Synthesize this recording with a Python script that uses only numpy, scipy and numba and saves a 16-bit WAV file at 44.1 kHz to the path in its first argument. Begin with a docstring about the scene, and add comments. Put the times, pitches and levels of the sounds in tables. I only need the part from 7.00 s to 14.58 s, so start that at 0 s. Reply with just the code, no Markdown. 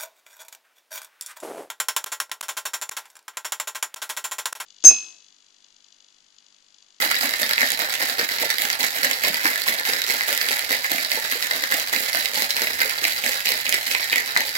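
"""In a kitchen, ice cubes are thrown to and fro in a steel cocktail shaker, close to the right of a phone.
Each throw piles the cubes against one end: a dense clatter and single hard knocks excite the normal
modes of the hand-damped shell and chip the ice. Air pockets in the liquid gulp, and spray hisses.
The far microphone hears it later, in the phone's acoustic shadow. Tiles and cupboards add a short
reverberant tail, and low room noise lies beneath."""
import sys
import numpy as np
from scipy import signal
from scipy.fft import rfft, irfft, next_fast_len
from scipy.io import wavfile
from scipy.ndimage import uniform_filter1d
from numba import njit

SR = 44100
rng = np.random.default_rng(int(sys.argv[2]) if len(sys.argv) > 2 else 0)


def put_to_file(sound):
    """Save the sound as 16-bit audio at rate SR, in the file named by the first command-line argument."""
    columns = np.atleast_2d(sound).T  # one column per channel
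    safe = np.clip(columns, -1, 1)
    whole_steps = np.round(safe * 32767)
    wavfile.write(sys.argv[1], SR, whole_steps.astype(np.int16))


N = 334174

# room noise spectrum: f/Hz, level/dB
ROOM_SPECTRUM = [(25, -23), (50, -1.5), (70, -1.5), (140, -0.5), (300, -17), (1000, -56)]
# room noise envelope: t/s, level/dB
ROOM_ENVELOPE = [(0, -62.5), (5.6, -62), (5.75, -57), (6.05, -60), (6.3, -58.5), (7.6, -61.5)]
# acoustic shadow, far microphone relative to near: f/Hz, gain/dB
SHADOW = [(100, -7), (250, -5.5), (700, -3), (1200, 3), (1700, 2), (1950, 2.5), (2500, -6), (3300, -2.5),
          (4600, -5.5), (5600, -4.5), (7000, -13.5), (8000, -21.5), (9500, -30), (11500, -19),
          (15500, -23.5)]
# throws of the load: t/s, duration/s, ring level/dB, thud/dB re ring, crack/dB re ring
THROWS = [(0.011, 0.011, -19.5, -17, -2), (0.101, 0.034, -27.5, -24, -7), (0.207, 0.051, -23.5, -14, -1),
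          (0.4, 0.021, -22.5, -13.5, -1), (0.491, 0.046, -48, -22, -3), (0.582, 0.17, -29.5, -23, -0.5),
          (0.691, 0.029, -32.5, -6, -2), (0.791, 0.017, -22.5, -15, -4.5), (0.894, 0.054, -46, -26, 3),
          (0.993, 0.023, -25.5, -13, 0), (1.088, 0.013, -31, -9, 5), (1.181, 0.032, -23.5, -12.5, -5),
          (1.286, 0.028, -32, -15, -3.5), (1.403, 0.02, -25.5, -8.5, 0), (1.495, 0.073, -35, -16, 1),
          (1.601, 0.063, -24.5, -11.5, 0), (1.802, 0.038, -27, -8.5, 6.5), (1.947, 0.012, -24, -14, -2),
          (2.016, 0.063, -29, -7.5, 1.5), (2.225, 0.093, -25.5, -10, -2), (2.337, 0.034, -25.5, -19, -3),
          (2.437, 0.081, -22, -13.5, -3), (2.577, 0.052, -38, -16, 2), (2.667, 0.014, -25, -8.5, 2),
          (2.781, 0.033, -40, -4, -9), (2.849, 0.12, -25, -16.5, -1.5), (3.078, 0.12, -31, -8.5, 6),
          (3.28, 0.061, -27.5, -10.5, 2), (3.41, 0.026, -24, -19, -2.5), (3.483, 0.059, -32.5, -5, 8),
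          (3.698, 0.066, -28.5, -9, 2.5), (3.834, 0.027, -37, -39, 1), (3.9, 0.14, -28.5, -12.5, -0.5),
          (4.106, 0.13, -32, -9, 5.5), (4.226, 0.029, -35.5, -20, -1), (4.301, 0.021, -29, -15, 1),
          (4.405, 0.016, -31, -15, 6), (4.504, 0.18, -31, -11, -2), (4.616, 0.017, -34, -20, -5),
          (4.706, 0.11, -27.5, -12, 1), (4.925, 0.16, -29, -11.5, 3), (5.129, 0.1, -29, -12, 2),
          (5.341, 0.16, -29.5, -9.5, 2), (5.493, 0.028, -36, -30, 7), (5.552, 0.22, -27, -14, -3),
          (5.798, 0.051, -24.5, -16, -1.5), (6.017, 0.12, -27.5, -15, 0), (6.229, 0.14, -31, -7.5, 5.5),
          (6.449, 0.15, -29.5, -18, 2), (6.652, 0.14, -29.5, -15, -1), (6.864, 0.062, -29, -22, 2),
          (7.109, 0.082, -25, -16.5, -5.5), (7.253, 0.061, -33, -23, -3), (7.352, 0.082, -33, -3.5, -6),
          (7.461, 0.032, -33, -17, 6), (7.547, 0.052, -27, -23, -4.5)]
# centre of the ring under a landing load, moving as the shell chills and the grip shifts: t/s, f/Hz
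RING_CENTRE = [(0, 1920), (2, 2060), (3.5, 2020), (4.5, 1920), (5.9, 2100), (6.9, 2270), (7.58, 2050)]
# spray spectrum: f/Hz, level/dB
SPRAY_SPECTRUM = [(2000, -23), (5000, -42), (7000, -3), (9000, -8.5), (11000, -0.5), (13000, 1.5),
                  (16000, 0.5)]
# a large and a small air pocket per throw: f/Hz, spread/octaves, delay/s, level/dB re thud
FAINT_POCKETS = [(265, 0.11, .04, -7), (684, .4, 0.025, 0)]
# loudest air pockets trapped as the liquid slaps an end: t/s, f/Hz, level/dB over 20 ms
LOUD_POCKETS = [(0.034, 800, -33), (0.235, 790, -36), (0.247, 264, -35.5), (0.425, 590, -35),
                (0.632, 585, -32), (0.633, 760, -36), (0.635, 243, -37), (0.648, 600, -34.5),
                (0.804, 666, -35), (0.842, 575, -36.5), (1.011, 920, -37), (1.199, 470, -32.5),
                (1.233, 263, -42), (1.437, 575, -31), (1.63, 720, -37), (1.842, 613, -32.5),
                (2.06, 660, -37), (2.246, 714, -37), (2.305, 214, -36.5), (2.453, 926, -34),
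                (2.455, 300, -30.5), (2.895, 467, -35.5), (3.317, 520, -38.5), (3.71, 255, -40),
                (3.729, 634, -34), (3.947, 685, -34.5), (3.95, 240, -35.5), (4.176, 835, -35),
                (4.178, 496, -35), (4.359, 470, -35), (4.742, 253, -43), (4.783, 586, -39),
                (4.975, 264, -41), (5.15, 657, -33.5), (5.855, 480, -36), (6.052, 687, -38),
                (6.293, 470, -40), (6.507, 470, -37.5), (7.363, 810, -40)]
# spectrum of chipping ice: f/Hz, level/dB
CRACK_SPECTRUM = [(900, -23.5), (2000, 7), (5000, -1), (6500, 2.5), (7600, 2.5), (9000, -3), (11000, 3),
                  (12600, 2.5), (14000, 1), (16000, 0)]
# hard knocks: t/s, ring level/dB, ring centre f/Hz, clink/dB re ring, crack/dB re ring
KNOCKS = [(0.0223, -19, 2050, 2, -6), (0.114, -18, 2020, -7, 1.5), (0.1437, -18.5, 1910, 1, -12),
          (0.2515, -25, 2260, -6, -7), (0.2926, -26, 1940, 2, 3), (0.338, -18, 2000, -3.5, -13),
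          (0.4309, -13.5, 1940, 0.5, -8), (0.4929, -22.5, 2020, -3, 4), (0.5103, -16, 1960, -11, -4),
          (0.5343, -18.5, 2010, 3, -1), (0.58, -13, 2220, -8, -18), (0.6081, -11, 2220, -14, -6),
          (0.6169, -12, 1850, -8, -9), (0.6302, -16, 1870, -10, -7), (0.7039, -26.5, 2100, -8, 12),
          (0.7191, -28.5, 2080, -2, 10), (0.8966, -26, 2120, -10, 2), (0.9265, -41, 1900, 5, 21),
          (0.9396, -39, 2140, 1, 19), (0.9528, -41.5, 1820, 5, 20.5), (1.0169, -18, 2020, -2, -8),
          (1.098, -24, 1790, 5, -2), (1.1958, -25, 1910, -9, -5), (1.2124, -14, 1770, -15, -6),
          (1.2467, -41, 2000, 5, 15), (1.2894, -24, 2120, -15, -1), (1.321, -19.5, 1810, 0, -13),
          (1.4246, -11.5, 1850, -10, -15), (1.5024, -22, 2300, 3.5, 9.5), (1.5104, -26, 2080, 8, -9),
          (1.5834, -20.5, 2170, 3, 3), (1.6199, -20.5, 2050, -2, 4), (1.6511, -40, 1930, 9, 13),
          (1.7015, -23, 2200, 4.5, 7), (1.7294, -26.5, 2030, 11, 8), (1.8082, -27.5, 1950, 11, -1),
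          (1.8405, -12.5, 1960, -8, -13), (2.0319, -13, 1950, -4, -6), (2.0469, -12.5, 1760, -9, -1.5),
          (2.0686, -23, 1970, -2, -7), (2.1125, -23, 2090, -4, 7), (2.132, -31.5, 2130, 14.5, 2),
          (2.2368, -16, 2150, -6, 2), (2.2491, -16, 2250, 0, -5), (2.2706, -25, 2090, -7, 5),
          (2.2842, -19.5, 1970, -11, 3), (2.344, -20, 2110, -4, -2.5), (2.4558, -14, 1850, -7, -12),
          (2.4662, -21, 2140, 1, -1), (2.5577, -21, 1920, -3, -2), (2.6186, -38, 2000, 20, 18.5),
          (2.6849, -15.5, 2010, -4, -3.5), (2.7227, -20, 2200, -14, -9), (2.798, -20, 1880, -20, -4),
          (2.852, -24, 2150, 4, -1), (2.8648, -25, 1860, -1, -1), (2.8906, -22.5, 2380, 0, 2),
          (2.9338, -22, 1870, 7.5, -5), (3.0179, -30, 2270, 11, 13.5), (3.0404, -36, 2010, 17, 7),
          (3.0655, -36, 1890, 1, 15), (3.0992, -14, 2060, -5, -13), (3.107, -22, 2170, 0, 4),
          (3.1142, -20, 2040, -4, -3), (3.2088, -18, 2050, -5, -7), (3.2881, -18.5, 1920, -13, -9),
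          (3.3278, -25, 1980, -8, 8), (3.3763, -24, 1880, 5, 8), (3.4139, -19.5, 2010, 5, -2),
          (3.4872, -19, 2390, -1, 4), (3.515, -16.5, 1930, -8, -4), (3.5289, -19, 1910, -5, -8),
          (3.5355, -27, 2030, -13, -13), (3.5925, -21, 2170, 2, 3), (3.7084, -17.5, 1970, -8, -3),
          (3.718, -20.5, 1950, -2, 4), (3.7278, -17, 1990, -9, -5), (3.737, -25, 2440, -2, -6),
          (3.752, -42, 1910, 10, 15), (3.8448, -15, 1950, -16, -7), (3.855, -25, 1990, -18, -12),
          (3.9164, -15, 1880, -5, -5.5), (3.9832, -16.5, 2210, -15, -15), (4.0483, -28.5, 2100, 11.5, 4),
          (4.1167, -16, 2160, 0.5, -1), (4.1667, -18.5, 1790, -6, -14), (4.2505, -18.5, 1830, -27, -18),
          (4.3245, -20.5, 2040, -12, -5), (4.4252, -21, 2110, 8, 1), (4.5097, -14.5, 2040, -16, -7),
          (4.6375, -19.5, 1860, 1, -2), (4.7151, -24.5, 2130, -16, 5), (4.7217, -15, 1880, -20, -10),
          (4.7338, -31, 1970, -10, 2), (4.7984, -28.5, 2020, 0, 9), (4.9364, -14, 1870, -18, -20),
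          (4.962, -15, 2330, -5.5, -8), (5.131, -24, 2170, 7, -3), (5.1483, -16, 1990, -11, -7),
          (5.1715, -19, 1960, -6, -2), (5.209, -28, 1880, 10, 6.5), (5.2571, -22, 2150, 7, 3),
          (5.3443, -30, 2210, 2, 8), (5.4214, -25, 1930, 5, 10), (5.4367, -33, 2220, -3, -10),
          (5.506, -26.5, 2150, 15.5, 9.5), (5.5667, -19.5, 2460, 3, 0), (5.5761, -25, 2300, -12, -6),
          (5.6192, -13, 1960, -7, -5), (5.6719, -17, 2320, -7, -15), (5.8036, -22, 1940, 4, -11),
          (5.8154, -10, 2100, -15, -23), (5.9034, -18, 2430, -13, -19), (6.0415, -15.5, 2440, -2, 0),
          (6.0512, -13, 2420, -3, -6), (6.2382, -14, 2330, -17, -20), (6.263, -13.5, 2030, -20, -1.5),
          (6.4577, -20.5, 2520, -2, 4), (6.4704, -17, 2450, -1, -9), (6.4818, -15, 2580, -1, -12),
          (6.4898, -18, 2220, -6, 3.5), (6.5195, -24, 2250, 5, 2), (6.6654, -14, 2510, -19, -18),
          (6.6927, -21.5, 2300, -4, 7), (6.7251, -12.5, 2460, -7, -3), (6.7424, -14.5, 1900, -10, 0),
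          (6.867, -22.5, 1990, 1, -4), (6.9131, -19, 2260, -9, -5), (6.949, -12, 2400, -6, -8),
          (6.9646, -24, 2260, -13, -7), (6.9974, -19, 2360, -18, -22), (7.029, -23, 2130, 3, -9),
          (7.0986, -24.5, 1850, 4, -1), (7.1168, -22, 2560, -4, -20), (7.1293, -11, 2380, -14, -24),
          (7.1587, -14.5, 2300, -11, -1.5), (7.1814, -14, 2080, -16, -6), (7.3384, -27, 2410, -15, -14),
          (7.3637, -10.5, 1990, -9, -20), (7.3738, -19.5, 2280, 1, 7), (7.4062, -19.5, 2170, -12, 2),
          (7.4269, -28, 2300, -9, -6)]
# low, middle and high shell modes: f/Hz, level/dB, T60/s, coherence between the microphones (0-1)
THUD_MODES = [(170, -9, 0.046, 0.93), (242.4, -4.5, 0.13, 0.83), (306, -6.5, 0.019, 0.87),
              (470, -0.5, 0.033, 0.92), (590, 6.5, 0.02, 0.89), (760, 11.5, 0.012, 0.57),
              (940, 9.5, 0.055, 0.44)]
RING_MODES = [(1398, 4, 0.023, 0.66), (1637, 5, 0.011, 0.97), (1770, 4, 0.011, 0.67),
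              (1890, -6.5, 0.054, 0.78), (2040, 0.5, 0.018, 1), (2150, -7, 0.0033, 1),
              (2200, -8, 0.028, 0.15), (2450, -3.5, 0.01, 1), (2530, -11, 0.013, 0.23),
              (2935, 0.5, 0.0064, 0.36)]
CLINK_MODES = [(3270, -7.5, 0.0035, 0.07), (3952, -4.5, 0.021, 0.49), (3967, 0, 0.017, 0.08),
               (3980, -11.5, 0.0018, 1), (4380, -1.5, 0.0082, 0.089), (4660, 0, 0.013, 0.078),
               (5084, -2, 0.004, 0.23), (5370, -5.5, 0.0075, .2)]

DIFFRACTION_HZ = 856  # longer waves bend round the phone and reach both microphones in phase


def amp(db):
    """Amplitude ratio of a level in decibels."""
    return 10 ** (np.asarray(db) / 20)


def colour(x, spectrum):
    """Zero-phase filtering through points of f/Hz, gain/dB."""
    hz, db = np.transpose(spectrum)
    size = next_fast_len(N)
    f = np.maximum(np.arange(size // 2 + 1) * SR / size, 1)
    gain = amp(np.interp(np.log(f), np.log(hz), db))
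    return irfft(rfft(x, size) * gain, size)[..., :N]


def bass(x, hz):
    """Zero-phase low-pass; x - bass(x) is its complement."""
    return signal.sosfiltfilt(signal.butter(1, hz, fs=SR, output="sos"), x)


def impulses(at, size):
    """Superposition of impulses at the given samples."""
    return np.bincount(at, size, N)[:N]


def drift(rate_hz):
    """Linear interpolation between random values; standard deviation near 1."""
    step = int(SR / rate_hz)
    return 1.2 * uniform_filter1d(np.repeat(rng.standard_normal(N // step + 1), step), step)[:N]


def room_noise():
    """Partial coherence: the microphones share part of a low noise that swells once."""
    noise = rng.standard_normal((3, N))
    rumble = colour(noise[0] + 0.76 * noise[1:], ROOM_SPECTRUM)
    level_db = np.interp(np.arange(N) / SR, *np.transpose(ROOM_ENVELOPE))
    return rumble / np.sqrt(np.mean(rumble ** 2)) * amp(level_db)


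def reverberation(x, t60=0.19, band_hz=(400, 5000), wet_db=-8, places=2):
    """Diffuse reflections decay exponentially, differently for each microphone and shaker position."""
    t = np.arange(int(.3 * SR)) / SR
    tails = rng.standard_normal((places, 2, len(t))) * np.exp(-np.log(1000) * t / t60) * (t > .003)
    tails[:, 0] += bass(tails[:, 1] - tails[:, 0], 1.58 * DIFFRACTION_HZ)  # long waves are shared
    tails = signal.lfilter(*signal.butter(1, band_hz, "band", fs=SR), tails)
    tails *= amp(wet_db) / np.sqrt(np.sum(tails ** 2, 2, keepdims=True))
    weights = np.array([drift(20) for _ in range(places)])
    weights /= np.sqrt(np.sum(weights ** 2, 0)) + .01
    return sum(signal.fftconvolve(x * w, tail, axes=1)[:, :N] for w, tail in zip(weights, tails))


def load(t):
    """Incoherent throws add in power. Gives ring/dB, its centre/Hz, and thud, clink, crack/dB re ring."""
    t = t[:, None]
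    start, length, ring_db, thud_db, crack_db = np.transpose(THROWS)
    centre_hz = np.interp(start, *np.transpose(RING_CENTRE))
    clink_db = -3 - .5 * (ring_db + 28)  # harder throws clink less
    rise = 1 / (1 + np.exp(np.clip((start - t) / 0.009, -50, 50)))
    fall = np.exp(-np.maximum(t - start - 0.58 * length, 0) / 0.033)
    landing = rise * fall * amp(2 * ring_db)
    # cubes tumble between the throws and fall quiet in free flight just before they land
    flight = np.exp(-((t - start + 0.015) / 0.01) ** 2).max(1)
    tumbling = amp(2 * (-31 - 7.2 * flight))
    power = landing.sum(1) + tumbling
    timbres = (centre_hz, 1883), (thud_db, -12), (clink_db, -0.5), (crack_db, 1.24)
    means = [(landing @ thrown + tumbling * loose) / power for thrown, loose in timbres]
    return 10 * np.log10(power), *means


def spray():
    """Amplitude-modulated noise: liquid and chips hiss along the wall, louder for harder throws."""
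    t = np.arange(0, N / SR, .002)
    ring_db, _, _, _, crack_db = load(t)
    level_db = ring_db + crack_db - 3.5 + 0.73 * (ring_db - ring_db.mean())
    hiss = colour(rng.standard_normal((2, N)), SPRAY_SPECTRUM) * amp(3.1 * drift(150))
    return hiss * np.interp(np.arange(N) / SR, t, amp(level_db))


def faint_pockets(scatter_s=.012, scatter_db=2):
    """Air entrainment: every landing traps one pocket of each size. Rows of t/s, f/Hz, level/dB."""
    start, _, ring_db, thud_db, _ = np.transpose(THROWS)
    rows = []
    for hz, octaves, delay_s, over_db in FAINT_POCKETS:
        chance = rng.standard_normal((len(start), 3)).T
        rows += zip(start + delay_s + scatter_s * chance[0],
                    hz * 2 ** (octaves * chance[1]),
                    ring_db + thud_db + over_db + scatter_db * chance[2])
    return rows


def gulps(glide=0.12):
    """Bubble resonance: each air pocket swells, rings a few cycles and glides up as it rises."""
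    out = np.zeros(N + SR // 2)
    t = np.arange(int(.1 * SR)) / SR
    for s, hz, db in LOUD_POCKETS + faint_pockets():
        tau = 0.00197 + 0.44 / hz
        phase = 2 * np.pi * hz * t * (1 + glide * (t / tau / 4 - .5))
        wave = t * np.exp(-t / tau) * np.sin(phase)
        at = max(int((s - 1.546 * tau) * SR), 0)  # centres the energy near time s
        out[at:at + len(t)] += amp(db) * wave * np.sqrt(.02 * SR / np.sum(wave ** 2))
    return out[:N]


def cracks(at, size, knock_count, knock_t60=0.0052, clatter_t60=0.012):
    """Brittle fracture: ice chips in a noise burst, shorter for the hard knocks, which are listed first."""
    power = 0
    for part, t60 in ((slice(knock_count), knock_t60), (slice(knock_count, None), clatter_t60)):
        decay = np.exp(-2 * np.log(1000) / (t60 * SR))
        energy = impulses(at[part], size[part] ** 2) + 1e-18
        power = power + signal.lfilter([1 - decay], [1, -decay], energy)
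    return colour(np.sqrt(power) * rng.standard_normal((2, N)), CRACK_SPECTRUM)


def clatter(count=5500, hold_s=0.0004):
    """A random point process: small collisions whose energy follows the level of the load."""
    at = np.sort(rng.integers(0, N, count))
    chance = rng.standard_normal((count, 4))
    load_db, centre_hz, thud_db, clink_db, crack_db = load(at / SR)
    excess_db = np.minimum(3.45 * rng.exponential(1, count), 11.2)
    ring_db = load_db + 10 * np.log10(hold_s * SR) + excess_db
    return np.array([at, ring_db, centre_hz * (1 + 0.12 * chance[:, 3]),
                     ring_db + thud_db + 4.4 * chance[:, 0],
                     ring_db + clink_db + 4.25 * chance[:, 1],
                     ring_db + crack_db + 3.28 * chance[:, 2]])


def knocks(hold_s=0.0045, thud_db=-19.5):
    """Impulsive excitation: each hard knock carries the energy of its level held for hold_s."""
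    s, level_db, centre_hz, clink_db, crack_db = np.transpose(KNOCKS)
    ring_db = level_db + 10 * np.log10(hold_s * SR)
    return np.array([s * SR // 1, ring_db, centre_hz,
                     ring_db + thud_db, ring_db + clink_db, ring_db + crack_db])


@njit
def resonate(force, hz, decay, swell):
    """A damped oscillator of drifting frequency and finite rise time, heard at both microphones."""
    out = np.empty_like(force)
    for mic in range(2):
        state = smoothed = turn = 0j
        for i in range(force.shape[1]):
            if i % 64 == 0:
                turn = np.exp(2j * np.pi * hz[i] / SR)
            state = state * turn * decay + force[mic, i] + 1e-18
            smoothed = smoothed * turn * swell + (1 - swell) * state
            out[mic, i] = smoothed.imag
    return out


def struck_modes(at, size, modes, wander, centre_hz=None, octaves=1, swell_s=0.00022):
    """Modal superposition: every blow lands elsewhere, so each mode takes its own share of the energy."""
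    mode_hz, mode_db, _, _ = np.transpose(modes)
    share = amp(mode_db) * np.ones((len(at), 1))
    if centre_hz is not None:
        share *= np.exp(-.5 * (np.log2(mode_hz / centre_hz[:, None]) / octaves) ** 2)
    share *= (size / np.sqrt(np.sum(share ** 2, 1)))[:, None]
    chance = rng.standard_normal((len(at), len(modes), 2))
    out = np.zeros((2, N))
    for k, (hz, _, t60, coherence) in enumerate(modes):
        near = np.sign(chance[:, k, 0]) * np.abs(chance[:, k, 0]) ** 0.32  # narrows the spread of sizes
        far = coherence * near + np.sqrt(1 - coherence ** 2) * chance[:, k, 1]
        decay = np.exp(-np.log(1000) / (t60 * SR))
        blows = np.array([impulses(at, share[:, k] * mic) for mic in (far, near)])
        force = np.sqrt(2 * (1 - decay ** 2)) * blows
        loaded_hz = hz * (1 + wander * drift(15))  # grip and moving liquid load the shell
        out += resonate(force, loaded_hz, decay, np.exp(-1 / (swell_s * SR)))
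    return out


def shell():
    """Free vibration after impact: all blows ring the same modes of the shell, and chip the ice."""
    at, ring_db, centre_hz, thud_db, clink_db, crack_db = np.concatenate([knocks(), clatter()], 1)
    at = at.astype(int)
    load_db = load(at / SR)[0]
    # only the whole load landing moves the deepest modes
    thud_hz = np.clip(600 * amp(-1.4 * (load_db + 32)), 300, 1000)
    ring = struck_modes(at, amp(ring_db), RING_MODES, wander=0.013, centre_hz=centre_hz, octaves=0.18)
    thud = struck_modes(at, amp(thud_db), THUD_MODES, wander=0.046, centre_hz=thud_hz, octaves=0.84)
    clink = struck_modes(at, amp(clink_db), CLINK_MODES, wander=0.02)
    return ring + thud + clink + cracks(at, amp(crack_db), len(KNOCKS))


def scene(lag_samples=14):
    """Diffraction and shadowing: short waves reach the far, left microphone later and mostly weaker."""
    shaker = shell() + gulps() + spray()
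    # so small a vessel radiates no deep bass
    shaker = signal.sosfilt(signal.butter(2, 140, "high", fs=SR, output="sos"), shaker)
    far, near = shaker + reverberation(shaker)
    low = bass(far, DIFFRACTION_HZ)
    late_treble = np.concatenate([np.zeros(lag_samples), (far - low)[:-lag_samples]])
    return np.array([colour(low + late_treble, SHADOW), near]) + room_noise()


def record(dry, top_hz=15800):
    """Saturation and band limiting: the phone clips near full scale and cuts the highest treble."""
    low_pass = signal.ellip(10, .2, 75, top_hz, fs=SR, output="sos")
    return signal.sosfilt(low_pass, np.clip(dry, -.95, .95))


dry = scene()
out = record(dry)
put_to_file(out)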